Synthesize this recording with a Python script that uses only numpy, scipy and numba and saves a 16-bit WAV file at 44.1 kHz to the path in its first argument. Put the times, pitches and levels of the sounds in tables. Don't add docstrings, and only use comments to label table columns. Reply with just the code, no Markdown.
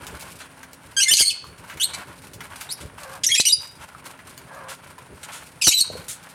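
import sys
import numpy as np
from scipy import signal
from scipy.fft import rfft, irfft, next_fast_len
from scipy.io import wavfile
from scipy.ndimage import uniform_filter1d
from numba import njit

SR = 44100
rng = np.random.default_rng(int(sys.argv[2]) if len(sys.argv) > 2 else 0)


def persist_wave(psi):
    counts = np.round(np.clip(psi, -1, 1) * 32767).astype(np.int16)
    wavfile.write(sys.argv[1], SR, np.atleast_2d(counts).T)


N = 279594
TIME = np.arange(N) / SR
TOP_HZ = 16200


def undb(db):
    return 10 ** (np.asarray(db) / 20)


def unit(x):
    return x / np.sqrt(np.mean(x ** 2) + 1e-20)


def add(out, start_s, x):
    i = int(start_s * SR)
    out[i:i + len(x)] += x[:N - i]


def spectrum_db(hz, points):
    points_hz, db = np.transpose(points)
    return np.interp(np.log(hz + 1), np.log(points_hz), db)


def colour(x, points):
    size = next_fast_len(len(x))
    gain = undb(spectrum_db(np.arange(size // 2 + 1) * SR / size, points))
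    return unit(irfft(rfft(x, size) * gain, size)[:len(x)])


def band(x, low_hz, high_hz, order=2):
    sos = signal.butter(order, [low_hz, min(high_hz, SR / 2 - 100)], "band", fs=SR, output="sos")
    return signal.sosfilt(sos, x)


def wander(t, rate_hz):
    steps = rng.standard_normal(4096)
    return np.interp(t * rate_hz, np.arange(len(steps)), steps)


def gate(t, length_s, edge_s):
    return np.sin(np.pi / 2 * np.clip(np.minimum(t, length_s + edge_s - t) / edge_s, 0, 1)) ** 2


def decay(t, t60_s):
    return np.exp(-np.log(1000) * t / t60_s)


def grains(spread_db, size=N):
    noise = rng.standard_normal(N)
    strength = undb(spread_db * np.minimum(rng.exponential(size=N), 2 * np.pi))
    return unit(noise * strength)[:size]


def activity(calm_db, movements, attack_s=0.011, release_s=0.02):
    power = undb(calm_db) ** 2
    for start_s, hold_s, db in movements:
        t = TIME - start_s
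        burst = np.clip(t / attack_s, 0, 1) * np.exp(-np.maximum(t - hold_s, 0) / release_s)
        power = power + (undb(db) * burst) ** 2
    return np.sqrt(power)


def cracks(count=260, spread_db=4.5, decay_s=0.012):
    kicks = np.zeros(N)
    for when, draw in rng.random((count, 2)):
        kicks[int(when * N)] += undb(spread_db * np.minimum(-np.log(draw), np.pi))
    return signal.lfilter([1], [1, -np.exp(-1 / (decay_s * SR))], kicks)


# frequency in Hz, gain in dB.
FEATHER_SPECTRUM = [(1290, -83), (2200, 7.5), (3330, -0.5), (4000, 3.5), (4720, 2), (6640, -1), (9250, 4.5),
                    (11100, -1), (15000, -6.5), (16000, -27)]
FOOT_SPECTRUM = [(240, -21), (400, -17), (602, 2), (782, -0.5), (860, 6), (1100, 6.5), (1210, 0),
                 (1410, 6.5), (1800, -0.5), (3200, -5), (4160, -21), (7040, -120)]
# start in seconds, hold in seconds, relative feather and foot levels in dB.
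JOSTLES = [(0, 0.13, -44.5, -38), (0.16, 0.3, -45, -44), (1.602, 0.15, -57.5, -48),
           (1.88, 0.15, -46.5, -38.5), (2.18, 0.073, -46, -52), (2.425, 0.25, -45, -43.5),
           (2.769, 0.074, -41.5, -46.5), (2.974, 0.042, -34, -39), (3.087, 0.057, -43.5, -40.5),
           (3.591, 0.066, -40, -43.5), (4.049, 0.083, -45.5, -46.5), (4.266, 0.065, -46, -48),
           (4.671, 0.049, -42, -38.5), (4.819, .09, -44.5, -40.5), (5.25, .18, -46, -39.5),
           (5.454, 0.046, -43, -49.5), (5.838, 0.19, -42, -41.5), (6.16, 0.22, -53.5, -46.5)]


def jostling(gain_db=-2, calm_feathers_db=-54, calm_feet_db=-50, surge_db=5.5, husks=0.79, steps=0.41):
    surge = undb(surge_db * wander(TIME, 45))
    feathers = unit(colour(grains(3.6), FEATHER_SPECTRUM) * (surge + husks * cracks()))
    feet = unit(colour(grains(3.33), FOOT_SPECTRUM) * (surge + steps * cracks()))
    rustling = activity(calm_feathers_db, [(start_s, hold_s, db) for start_s, hold_s, db, _ in JOSTLES])
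    stepping = activity(calm_feet_db, [(start_s, hold_s, db) for start_s, hold_s, _, db in JOSTLES])
    return undb(gain_db) * (rustling * feathers + stepping * feet)


# frequency in Hz, gain in dB.
DRAUGHT_SPECTRUM = [(18, -43), (30, -13), (81, 1.5), (165, -2.5), (231, -10.5), (392, -8), (523, -12),
                    (600, -8.5), (780, -50), (1320, -120)]
# start in seconds, hold in seconds, relative level in dB.
FLAPS = [(-.02, .4, -41.5), (1.6, 0.8, -45.5), (2.8, .06, -36), (4.85, 0.273, -45), (5.86, 0.15, -39)]


def wing_draught(gain_db=-3, calm_db=-49.5, gust_db=5.5):
    air = colour(rng.standard_normal(N), DRAUGHT_SPECTRUM)
    gusts = unit(air * undb(gust_db * wander(TIME, 30)))
    return undb(gain_db) * activity(calm_db, FLAPS) * gusts


# frequency in Hz, gain in dB.
HUM_SPECTRUM = [(18, -36), (30, -55), (70, -3), (153, 4.5), (336, -4.5), (780, -4), (1070, -3.5),
                (1220, -8), (1430, -2.5), (3770, -18.5), (7670, -24), (9460, -10.5), (14800, -49),
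                (16000, -25)]
# pitch in Hz, level in dB.
DRONE_TONES = [(168, -61), (266, -60.5)]


def outdoor_hum(level_db=-51, waver=0.011, swell_db=3.5):
    hum = colour(rng.standard_normal(N), HUM_SPECTRUM) * undb(level_db + wander(TIME, 3.57))
    for hz, db in DRONE_TONES:
        phase = 2 * np.pi * np.cumsum(hz * (1 + waver * wander(TIME, 12))) / SR
        hum += undb(db + swell_db * wander(TIME, 2.79)) * np.sin(phase)
    return hum


# start in seconds, relative level in dB, relative body level in dB, T60 in seconds.
BEAK_PECKS = [(.0678, -26.5, -1.5, .07), (0.2094, -30, -16, 0.043), (.631, -33.5, 7.5, 0.049),
              (.7324, -25.5, -20, 0.012), (1.4436, -39, 1, 0.036), (1.6974, -38, 13.5, 0.2),
              (1.7723, -32, 7.5, 0.069), (2.334, -32.5, -16, 0.1), (2.4056, -32, 11.5, 0.068),
              (2.6101, -22, 2.5, 0.056), (4.0424, -44, 9, 0.05), (4.1904, -46.5, 17.5, 0.075),
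              (4.3776, -26.5, -19, 0.022), (4.547, -34.5, 0, 0.017), (4.9873, -37, 8, 0.025)]


def pecks(gain_db=-7, body_gain_db=-4):
    out, t = np.zeros(N), TIME[:SR // 4]
    for start_s, db, body_db, t60_s in BEAK_PECKS:
        crack = unit(band(grains(3, size=len(t)), 2500, 12000, order=1))
        body = undb(body_db + body_gain_db) * unit(band(rng.standard_normal(len(t)), 980, 2500))
        add(out, start_s, undb(db + gain_db) * (crack + body) * decay(t, t60_s))
    return out


# frequency in Hz, gain in dB.
SCRAPE_SPECTRUM = [(290, -34), (500, -6), (868, -10), (1190, -3), (1400, 10), (1570, 1.5), (3860, 0),
                   (4730, -6), (9490, -1.5), (16000, -25)]
# start in seconds, fade time in seconds, level in dB, tilt in dB per octave.
CLAW_SCRAPES = [(0.401, 0.025, -39, -2.5), (2.803, 0.02, -40, 1.5), (3.81, 0.018, -43.5, -2.5),
                (4.684, 0.036, -38, 1), (5.229, .016, -36, 1.5), (5.317, 0.054, -38.5, 1),
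                (6.081, 0.039, -31.5, 5)]


def scrapes(attack_s=0.0015, flicker_db=1.5):
    out, t = np.zeros(N), TIME[:SR // 4]
    for start_s, fade_s, db, tilt_db in CLAW_SCRAPES:
        tilted = [(hz, gain_db + tilt_db * np.log2(hz)) for hz, gain_db in SCRAPE_SPECTRUM]
        grit = colour(grains(2.5, size=len(t)), tilted) * undb(flicker_db * wander(t, 250))
        envelope = (1 - np.exp(-t / attack_s)) * np.exp(-(t / fade_s) ** 2 / 2)
        add(out, start_s, undb(db) * grit * envelope)
    return out


# frequency in Hz, gain in dB.
VOICE_SPECTRUM = [(900, -87), (1500, -9), (2200, 2.5), (3200, 3.5), (6500, 2.5), (9500, 6.5), (12000, -2.5),
                  (14000, -15), (16000, -24)]


def syrinx(hz, rasp, throat_hz, tilt_db, throat_db=10, throat_octaves=0.39, swell_db=4, edge_s=0.0014):
    t = TIME[:len(hz)]
    jitter = rasp * (0.0935 * wander(t, 900) + 0.06 * wander(t, 250))
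    phase = 2 * np.pi * np.cumsum(hz * (1 + jitter)) / SR
    k = np.arange(1, 12)[:, None]
    octaves = np.log2(k * hz / throat_hz)
    resonance_db = throat_db * np.exp(-(octaves / throat_octaves) ** 2)
    harmonics_db = spectrum_db(k * hz, VOICE_SPECTRUM) + tilt_db * octaves + resonance_db
    tone = unit(np.sum(undb(harmonics_db) * (k * hz < TOP_HZ) * np.sin(k * phase), axis=0))
    shimmer = wander(t, 677)
    subharmonic = 0.49 * wander(t, 274) * np.cos(phase / 2)
    tone *= 1 + rasp * (shimmer + subharmonic)
    puffs = rng.standard_normal(SR)[:len(t)] * (1 + np.cos(phase))
    air = 0.37 * rasp * colour(puffs, VOICE_SPECTRUM)
    flutter_db = 2 * wander(t, 183)
    pressure = undb(swell_db * np.sin(np.pi * t / t[-1]) + flutter_db)
    return unit((tone + air) * pressure) * gate(t, t[-1] - edge_s, edge_s)


# start in seconds, length in seconds, start pitch
# in Hz, target pitch in Hz, relative level in dB, rasp from 0 to 1, throat resonance in Hz.
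SHRIEK_NOTES = [ (0.965, 0.045, 1580, 1599, -20, 0.14, 6100), (.997, 0.041, 2456, 3040, -18, 0.31, 6600),
                (1.025, 0.02, 2278, 2193, -14.5, 0.64, 5700), (1.055, 0.038, 2126, 2073, -22.5, 0.14, 2170),
                (1.079, .028, 1640, 1820, -14.5, 0.22, 7500), (1.104, 0.036, 2602, 3100, -11.5, 0.25, 3540),
                (1.129, 0.017, 2390, 2222, -8, 0.82, 4470), (1.151, 0.04, 2165, 2185, -14, 0.97, 6250),
                (1.181, 0.037, 2410, 3262, -14.5, 0, 10300), (1.185, 0.037, 1725, 1533, -10.5, 0.49, 4730),
                (1.216, 0.015, 2276, 2080, -9, 0.32, 7600), (1.243, .054, 4350, 4395, -13, 0.28, 4160),
                (1.295, .024, 4080, 2490, -20.5, 0.5, 3500), (1.932, 0.02, 2075, 1986, -27.5, 0.97, 8200),
                (3.234, .017, 1735, 1837, -20, 0.92, 6560), (3.263, 0.019, 6600, 5600, -14, 0.38, 6400),
                (3.285, 0.035, 1720, 2200, -24, 0.57, 6560), (3.312, 0.039, 3370, 3282, -16, .16, 3270),
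                (3.342, .013, 1814, 1856, -14.5, 0.4, 5360), (3.354, 0.017, 3350, 2037, -17.5, 0.45, 3000),
                (3.374, 0.029, 2335, 2544, -17, 0.22, 7400), (3.394, 0.02, 2157, 2200, -13, 0.83, 5270),
                (3.451, 0.012, 1930, 2950, -13, 0.3, 4370), (3.46, 0.024, 3020, 2885, -12, 0.24, 6700),
                (3.481, 0.0095, 2070, 2130, -15, 0.81, 5100), (3.491, 0.025, 3870, 3830, -14.5, 0.21, 3900),
                (3.518, 0.026, 4560, 4874, -10.5, 0.2, 4830), (5.612, 0.031, 2890, 2363, -21.5, 0.55, 3700),
                (5.636, 0.033, 2870, 3060, -18, 0.6, 5900), (5.665, 0.03, 1675, 1329, -6.5, 0.66, 5240),
                (5.677, 0.022, 4126, 3797, -8, 0.02, 3970), (5.705, 0.032, 2203, 2215, -15.5, 0.6, 6260),
                (5.712, 0.025, 2056, 3013, -19, 0.43, 2700), (5.732, 0.04, 3963, 4030, -13, 0.16, 4000),
                (5.771, 0.026, 3870, 3886, -12, 0.28, 3930), (5.792, .014, 2820, 2835, -19.5, 0.73, 5600),
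                (5.801, 0.016, 4260, 4280, -7.5, 0.28, 4200)]


def shrieks(gain_db=3, settle_rate=3, attack_s=0.0028, usual_db=-11.5, usual_throat_hz=4860):
    out = np.zeros(N)
    for start_s, length_s, start_hz, target_hz, db, rasp, throat_hz in SHRIEK_NOTES:
        progress = np.linspace(0, 1, int(length_s * SR))
        hz = start_hz + (target_hz - start_hz) * np.expm1(-settle_rate * progress) / np.expm1(-settle_rate)
        tilt_db = -1 + 0.57 * (db - usual_db) - 3 * np.log2(throat_hz / usual_throat_hz)
        bloom_db = 4 * (np.sin(np.pi * progress) - 0.75)
        onset = 1 - np.exp(-TIME[:len(hz)] / attack_s)
        note = syrinx(hz, rasp, throat_hz, tilt_db + bloom_db) * onset
        low_cut_hz = hz.min() * (0.86 + 0.47 * rasp)
        note = band(np.pad(note, (0, 256)), low_cut_hz, 14600, order=6)
        add(out, start_s, undb(db + gain_db) * note)
    return out


# start in seconds, length in seconds, level in dB.
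LOW_CRACKLES = [(1.108, 0.036, -32.5), (1.206, 0.021, -25.5), (3.396, 0.0046, -18), (5.666, 0.023, -17)]


def crackle():
    out, t = np.zeros(N), TIME[:SR // 16]
    for start_s, length_s, db in LOW_CRACKLES:
        grit = grains(11.4, size=len(t)) * gate(t, length_s, edge_s=0.0008)
        sputter = band(grit, 37, 230, order=1) + 0.072 * band(grit, 200, 2600)
        add(out, start_s, undb(db) * unit(sputter) * np.sqrt(length_s / t[-1]))
    return out


# start in seconds, pitch in Hz, level in dB, T60 in seconds.
PERCH_KNOCKS = [(1.442, 1140, -23, 0.012), (2.83, 165, -37, 0.13), (3.949, 1300, -21.5, 0.01),
                (4.981, 993, -32, 0.035), (5.901, 550, -15.5, 0.021), (5.953, 494, -22.5, 0.05)]


def knocks(attack_s=0.00061):
    out, t = np.zeros(N), TIME[:SR // 4]
    for start_s, hz, db, t60_s in PERCH_KNOCKS:
        envelope = (1 - np.exp(-t / attack_s)) * decay(t, t60_s)
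        add(out, start_s, undb(db) * np.sin(2 * np.pi * hz * t) * envelope)
    return out


# start in seconds, length in seconds, start pitch in Hz, end pitch in Hz,
# relative level in dB, tilt in dB per octave.
RISING_CHIRPS = [(1.798, .049, 2930, 4643, -22, 3), (2.69, 0.038, 3680, 5500, -32, 1)]


def chirps(gain_db=3, curve=1.7, rise_db=9, brighten_db=10):
    out = np.zeros(N)
    for start_s, length_s, start_hz, end_hz, db, tilt_db in RISING_CHIRPS:
        effort = np.linspace(0, 1, int(length_s * SR)) ** curve
        hz = start_hz + (end_hz - start_hz) * effort
        chirp = syrinx(hz, rasp=0.403, throat_hz=3650, tilt_db=tilt_db + brighten_db * (effort - 0.5))
        add(out, start_s, undb(db + gain_db + rise_db * (effort - 0.5)) * chirp)
    return out


# cue in seconds, length in seconds, start pitch in Hz, end pitch in Hz, level in dB.
DISTANT_CALLS = [(3.005, 0.171, 566.6, 548, -43), (4.485, 0.216, 561.4, 538, -43.5)]
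DISTANT_HARMONICS_DB = [3.5, 1.5, -1]


def far_bird(hoarseness=0.0335, waver=0.028, haze_share=0.81, lead_s=0.03):
    out, t = np.zeros(N), TIME[:SR // 2]
    for cue_s, length_s, start_hz, end_hz, db in DISTANT_CALLS:
        glide_hz = np.interp(t, [0, length_s], [start_hz, end_hz])
        hz = glide_hz * (1 + hoarseness * wander(t, 302) + waver * wander(t, 25.3))
        phase = 2 * np.pi * np.cumsum(hz) / SR
        tone = sum(undb(harmonic_db + wander(t, 32)) * np.sin(k * phase)
                   for k, harmonic_db in enumerate(DISTANT_HARMONICS_DB, 1))
        haze = haze_share * unit(band(rng.standard_normal(len(t)), 590, 1460))
        add(out, cue_s - lead_s, undb(db) * (unit(tone) + haze) * gate(t, length_s, edge_s=0.07))
    return out


def aviary(x, early_db=-4, early_decay_s=0.014, tail_db=-16, mid_t60_s=0.34, treble_t60_s=0.2):
    echoes, t = np.zeros(SR), TIME[:SR]
    for delay_s, strength in zip(rng.uniform(0.003, 0.045, 60), rng.standard_normal(60)):
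        echoes[int(delay_s * SR)] += strength * np.exp(-delay_s / early_decay_s)
    noise = rng.standard_normal(SR)
    mids = band(noise, 216, 4700) * decay(t, mid_t60_s)
    treble = band(noise[::-1], 2800, 10500) * decay(t, treble_t60_s)
    tail = (mids + treble) * (1 - np.exp(-t / 0.034))
    response = (undb(early_db) * unit(echoes) + undb(tail_db) * unit(tail)) / np.sqrt(SR)
    return x + signal.fftconvolve(x, response)[:N]


def scene():
    echoing = aviary(shrieks() + chirps() + pecks() + scrapes() + knocks() + far_bird())
    return (echoing + crackle() + jostling() + wing_draught() + outdoor_hum())[None]


@njit
def follow(power, attack_s, release_s):
    out, level = np.empty(len(power)), 0.
    for i in range(len(power)):
        time_s = attack_s if power[i] > level else release_s
        level += (power[i] - level) / (time_s * SR)
        out[i] = level
    return out


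def record(dry, knee_db=-23, attack_s=0.045, release_s=0.05, ceiling=0.58, low_cut_hz=50):
    power = follow(uniform_filter1d(dry[0] ** 2, size=64), attack_s, release_s)
    over_knee = np.maximum(np.sqrt(np.abs(power)) / undb(knee_db), 1)
    ducked = dry / np.sqrt(over_knee)
    rounded = ducked / (1 + (ducked / ceiling) ** 8) ** (1 / 8)
    top_cut = signal.ellip(8, 0.2, 70, TOP_HZ, fs=SR, output="sos")
    return signal.sosfilt(top_cut, band(rounded, low_cut_hz, SR / 2))


dry = scene()
out = record(dry)
persist_wave(out)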